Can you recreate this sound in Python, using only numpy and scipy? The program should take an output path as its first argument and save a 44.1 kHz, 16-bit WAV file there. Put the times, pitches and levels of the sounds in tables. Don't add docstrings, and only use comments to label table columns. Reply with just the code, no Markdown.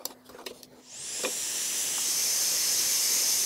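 import sys
import numpy as np
from scipy import signal
from scipy.io import wavfile
from scipy.ndimage import uniform_filter1d

SR = 44100
rng = np.random.default_rng(int(sys.argv[2]) if len(sys.argv) > 2 else 0)


def persist_wave(psi):
    counts = np.round(np.clip(psi, -1, 1) * 32767).astype(np.int16)
    wavfile.write(sys.argv[1], SR, np.atleast_2d(counts).T)


N = 152145
T = np.arange(N) / SR


def amp(db):
    return 10 ** (np.asarray(db, float) / 20)


def evened(x):
    return x / np.sqrt(np.mean(x ** 2) + 1e-20)


def read(points, hz):
    f, value = np.transpose(points)
    return np.interp(np.log(hz + 1), np.log(f + 1), value)


def curve(table, column=1):
    rows = np.array(table)
    return np.interp(T, rows[:, 0], rows[:, column])


def drift(top_hz):
    waves = (np.sin(2 * np.pi * (f * T + rng.random())) / np.sqrt(f)
             for f in np.geomspace(.3, top_hz, num=24))
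    return evened(sum(waves))


def noise(shape_db, patchy_db):
    hz = np.fft.rfftfreq(1024, 1 / SR)[:, None]
    t = np.arange(N // 256 + 5) * 256 / SR
    real, imaginary, patches = rng.standard_normal((len(t), len(hz), 3)).T
    patches = uniform_filter1d(patches, size=10, axis=0)
    patches = evened(uniform_filter1d(patches, size=14, axis=1))
    spectra = (real + 1j * imaginary) * amp(shape_db(hz, t) + patchy_db * patches)
    return evened(signal.istft(spectra, nperseg=1024, noverlap=768)[1][:N])


def steady_noise(colour, patchy_db):
    return noise(lambda hz, t: read(colour, hz) + 0 * t, patchy_db)


SWITCH_S, SPIN_UP_S = .757, .232


def speed(t):
    return np.clip(1 - np.exp((SWITCH_S - t) / SPIN_UP_S), 0, 1)


# (time [s], level [dB])
JET_LEVEL = [(.76, -71), (.84, -57.5), (.95, -45.5), (1.06, -38.5), (1.22, -33.5), (1.45, -32), (1.75, -30),
             (1.96, -30), (2.2, -28), (2.62, -27), (3.1, -27.5), (3.45, -27.5)]
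# (time [s], share of the turn towards the work [0-1])
NOZZLE_TURN = [(1.4, 0), (1.7, .25), (1.98, 0.00054), (2.1, 0.85), (2.4, 1)]
# (frequency [Hz], density [dB per Hz])
ASIDE_COLOUR = [(60, -28), (100, -24.5), (240, -10.5), (470, -12), (900, -15), (1500, -18), (1700, -10.5),
                (2340, -12), (2830, -6), (3700, -7), (4500, -11), (5300, -4.5), (6000, -2.5), (6600, -4.5),
                (7400, 2.5), (8100, -4.5), (9000, -6), (10100, -3.5), (11500, -10.5), (13500, -17.5),
                (14500, -19), (15700, -13)]
# (frequency [Hz], density [dB per Hz])
AIMED_COLOUR = [(60, -45), (100, -25), (243, -18), (489, -16), (778, -20), (1190, -18), (1320, -22),
                (2020, -14), (3420, -14), (4300, -11), (4700, -8), (5300, -1), (5650, -3), (5880, -7),
                (6100, -3), (6900, -4), (7650, -10), (8100, -7), (8700, -10), (9250, -7), (9950, -18),
                (10400, -10), (11400, -11), (11750, -14), (12500, -10), (13500, -22), (14200, -19),
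                (14700, -25), (15150, -27), (15500, -20)]
DULL_DB, DULL_HZ = -36, 6960
PATCHY_DB, SWELL_DB = 1.1, .4


def jet():
    def shape_db(hz, t):
        aim = np.clip(np.interp(t, *np.transpose(NOZZLE_TURN)), 0, 1)
        db = (1 - aim) * read(ASIDE_COLOUR, hz) + aim * read(AIMED_COLOUR, hz)
        octaves_up = np.log2(np.maximum(hz / DULL_HZ, 1))
        db = db + DULL_DB * (1 - speed(t)) * octaves_up
        return db - 10 * np.log10((amp(db) ** 2).mean(0))

    level = amp(curve(JET_LEVEL) + SWELL_DB * drift(5.9))
    return (T > SWITCH_S) * level * noise(shape_db, PATCHY_DB)


# (time [s], turns per second [Hz])
SHAFT_SPEED = [(1.9, 383.6), (2.3, 383.9), (2.8, 382.5), (3.05, 383.1), (3.3, 382.3), (3.45, 383.0)]
BRUSH_TONE_ORDERS = (12, 20, 24, 28, 36)
BRUSH_TONE_LEVELS = (-2, 0, -1, -2, -3)
# (frequency [Hz], gain [dB])
CASING_VENTS = [(1500, -25), (2600, -8), (3400, -9), (4300, -14), (4900, -1), (6300, 0), (7500, 0),
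                (8300, -14), (12000, -30)]
# (time [s], order-16 tone RMS level [dB], fan whine RMS level [dB])
WHINE_LEVELS = [(.8, -95, -95), (.88, -75, -60), (.96, -64, -50), (1.09, -58, -48), (1.14, -48, -48),
                (1.3, -45, -51), (1.45, -44, -55), (1.6, -42, -52), (2.0, -42, -50), (2.12, -35, -46),
                (2.6, -35, -45), (3.0, -35, -42), (3.45, -33, -41)]
MAIN_ORDER, FAN_ORDER = 16, 33
BRUSH_DB, BRUSH_FADE_S, BRUSH_FADE_DB = -7, (1.1, 1.25), -22
BRUSH_FLUTTER_DB, TONE_FLUTTER_DB = 3, 1.5
WAVER = .0004


def motor():
    hz = curve(SHAFT_SPEED) * speed(T) * (1 + WAVER * drift(10))
    turn = 2 * np.pi * np.cumsum(hz) / SR
    brush_level = curve(JET_LEVEL) + BRUSH_DB + np.interp(T, BRUSH_FADE_S, [0, BRUSH_FADE_DB])
    out = np.zeros(N)
    for order, db in zip(BRUSH_TONE_ORDERS, BRUSH_TONE_LEVELS):
        tone_db = brush_level + db + read(CASING_VENTS, order * hz) + BRUSH_FLUTTER_DB * drift(30)
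        out += amp(tone_db) * np.sin(order * turn)
    for column, order in enumerate((MAIN_ORDER, FAN_ORDER), 1):
        tone_db = curve(WHINE_LEVELS, column) + TONE_FLUTTER_DB * drift(40)
        out += np.sqrt(2) * amp(tone_db) * np.sin(order * turn)
    return out * (T > SWITCH_S)


# (time [s], bench, grip, casing and small metal part levels [dB each],
# rise [s, never under 0.1 ms], ring [multiple of the mode tables' T60])
KNOCKS = [(0.054, -40, -47, -51, -28.5, 0.00036, 0.83), (.105, -54, -51.5, -57, -54, .001, 1.2),
          (.291, -48.5, -51, -66, -52, 0.0014, 2.5), (.345, -43.5, -61, -64, -64, 0.0016, 0.63),
          (.384, -52, -45.5, -62, -58, 0.016, 1.7), (.412, -65, -53, -63, -61, 0.0026, 0.5),
          (.437, -55, -60, -70, -63, 0.0027, 1.3), (0.462, -38, -46.5, -39, -37, 0.0072, 1.15),
          (.506, -40, -58, -57, -66, 0.014, 0.54), (0.6318, -70, -66, -61, -43.5, 0.000075, .4),
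          (1.192, -46.5, -52, -70, -70, .004, 1.2), (1.2349, -31.5, -41, -43, -38, 0.00088, 1.6),
          (1.2484, -35, -36.5, -29.5, -46, .0003, 0.6), (1.2555, -32, -39, -41.5, -62, 0.00069, 1.3),
          (1.273, -35.5, -50, -51, -70, 0.0016, 1.2), (1.978, -62, -40, -70, -75, 0.0052, 1.4),
          (3.22, -47, -55, -69.5, -66.5, 0.0049, 1.3)]
# (frequency [Hz], level [dB], T60 at ring 1 [s])
BENCH_MODES = [(239, -1, 0.08), (298, -2, 0.084), (387.5, 10.5, 0.048), (488.7, 8.5, 0.081),
               (598, -1.5, 0.065), (673, 5, 0.041)]
# (frequency [Hz], level [dB], T60 at ring 1 [s])
GRIP_MODES = [(843, -3.5, 0.03), (990, 4, 0.039), (1164, -2.5, 0.062), (1453, -2.5, 0.024)]
# (frequency [Hz], level [dB], T60 at ring 1 [s])
CASING_MODES = [(1760, -3.5, .03), (1918, 3.5, 0.042), (2395, 3, 0.061), (2940, -3, 0.097),
                (3340, -4, 0.02), (3740, 3.5, 0.049)]
# (frequency [Hz], level [dB], T60 at ring 1 [s])
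METAL_MODES = [(3770, -8, 0.057), (4270, 4.5, 0.036), (4780, 8.5, 0.023), (5260, 10, 0.017),
               (5950, 6.5, 0.023), (6170, -3, 0.024), (7370, 3.5, 0.022), (8200, 0, .025),
               (9500, -5, 0.024), (10070, 3.5, 0.012), (11300, -1, 0.023), (12400, 9, 0.011),
               (13500, 5, .012), (15200, 8, 0.018)]
SPREAD_DB, CLUSTER = 3, .045
BASS_CUT_HZ = 190


def hits():
    out, t = np.zeros(N + SR), np.arange(SR // 8) / SR
    for s, *parts_db, rise, ring in KNOCKS:
        for modes, part_db in zip((BENCH_MODES, GRIP_MODES, CASING_MODES, METAL_MODES), parts_db):
            hz, db, t60 = np.repeat(modes, 4, 0).T[:, :, None]
            size, detune, phase = rng.standard_normal((3, len(hz), 1))
            decay = amp(db + SPREAD_DB * size - 60 * t / (ring * t60))
            cycles = hz * (1 + CLUSTER * detune) * t + phase
            body = (decay * np.sin(2 * np.pi * cycles)).sum(0)
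            sound = body * np.minimum(t / max(rise, 1e-4), 1)
            start_rms = np.sqrt(np.mean(sound[:SR // 80] ** 2))
            out[round(s * SR):][:len(t)] += amp(part_db) * sound / start_rms
    bass_cut = signal.butter(3, BASS_CUT_HZ, "high", fs=SR, output="sos")
    return signal.sosfilt(bass_cut, out[:N])


# (start [s], length [s], low scrape level [dB], high rustle level [dB])
SLIDES = [(0, 0.041, -50.5, -61.5), (0.053, 0.082, -52, -55), (0.255, 0.024, -58, -54.5),
          (.29, 0.043, -52, -59.5), (.335, 0.099, -48, -58.5), (0.459, 0.056, -59, -49),
          (0.532, 0.087, -85, -54.5), (0.631, 0.026, -72, -52), (0.713, 0.1, -56, -65)]
# (frequency [Hz], density [dB per Hz])
SCRAPE_COLOUR = [(150, -28), (250, 1.5), (480, 3.5), (750, -2), (1100, -5.5), (1600, -11.5), (2600, -20),
                 (4000, -46)]
# (frequency [Hz], density [dB per Hz])
RUSTLE_COLOUR = [(1200, -31), (2500, -10.5), (3500, -0.5), (5300, -0.5), (7500, -7), (10200, -5.5),
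                 (15700, -17)]
RUB_EDGE_S = 0.024


def sliding():
    low, high = steady_noise(SCRAPE_COLOUR, 4.3), steady_noise(RUSTLE_COLOUR, 4.1)
    out = np.zeros(N)
    for s, length, low_db, high_db in SLIDES:
        inside = np.minimum(T - s, s + length - T)
        gate = np.clip(inside / RUB_EDGE_S + .5, 0, 1)
        out += gate * (amp(low_db) * low + amp(high_db) * high)
    return out


WET_DB, TAIL_S = -14.5, 0.088


def reflections(x):
    t = np.arange(SR // 3) / SR
    tail = rng.standard_normal(len(t)) * amp(-60 * t / TAIL_S) * (t > .004)
    return amp(WET_DB) * signal.fftconvolve(x, tail / np.linalg.norm(tail))[:N]


# (frequency [Hz], density [dB per Hz])
ROOM_COLOUR = [(25, -36), (60, -7.5), (130, -3.5), (270, -7.5), (520, -2.5), (800, -9), (1300, -17.5),
               (1770, -16), (2700, -25), (5000, -22), (9000, -29), (15700, -27)]
ROOM_DB = -58
HUM_HZ, HUM_DB, HUM_END_S = 251.5, -61, 1.19


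def room_tone():
    hum = amp(HUM_DB + 2.8 * drift(9.8)) * np.sin(2 * np.pi * HUM_HZ * T)
    hum *= np.interp(T, [HUM_END_S - .03, HUM_END_S], [1, 0])
    return hum + amp(ROOM_DB) * steady_noise(ROOM_COLOUR, 3.6)


def scene():
    knocks = hits()
    mono = jet() + motor() + knocks + sliding() + reflections(knocks) + room_tone()
    return np.tile(mono, (2, 1))


EDGE_HZ = 15740


def record(dry):
    low_pass = signal.firwin(1023, EDGE_HZ, window=("kaiser", 10), fs=SR)
    return signal.oaconvolve(dry, low_pass[None], "same")


dry = scene()
out = record(dry)
persist_wave(out)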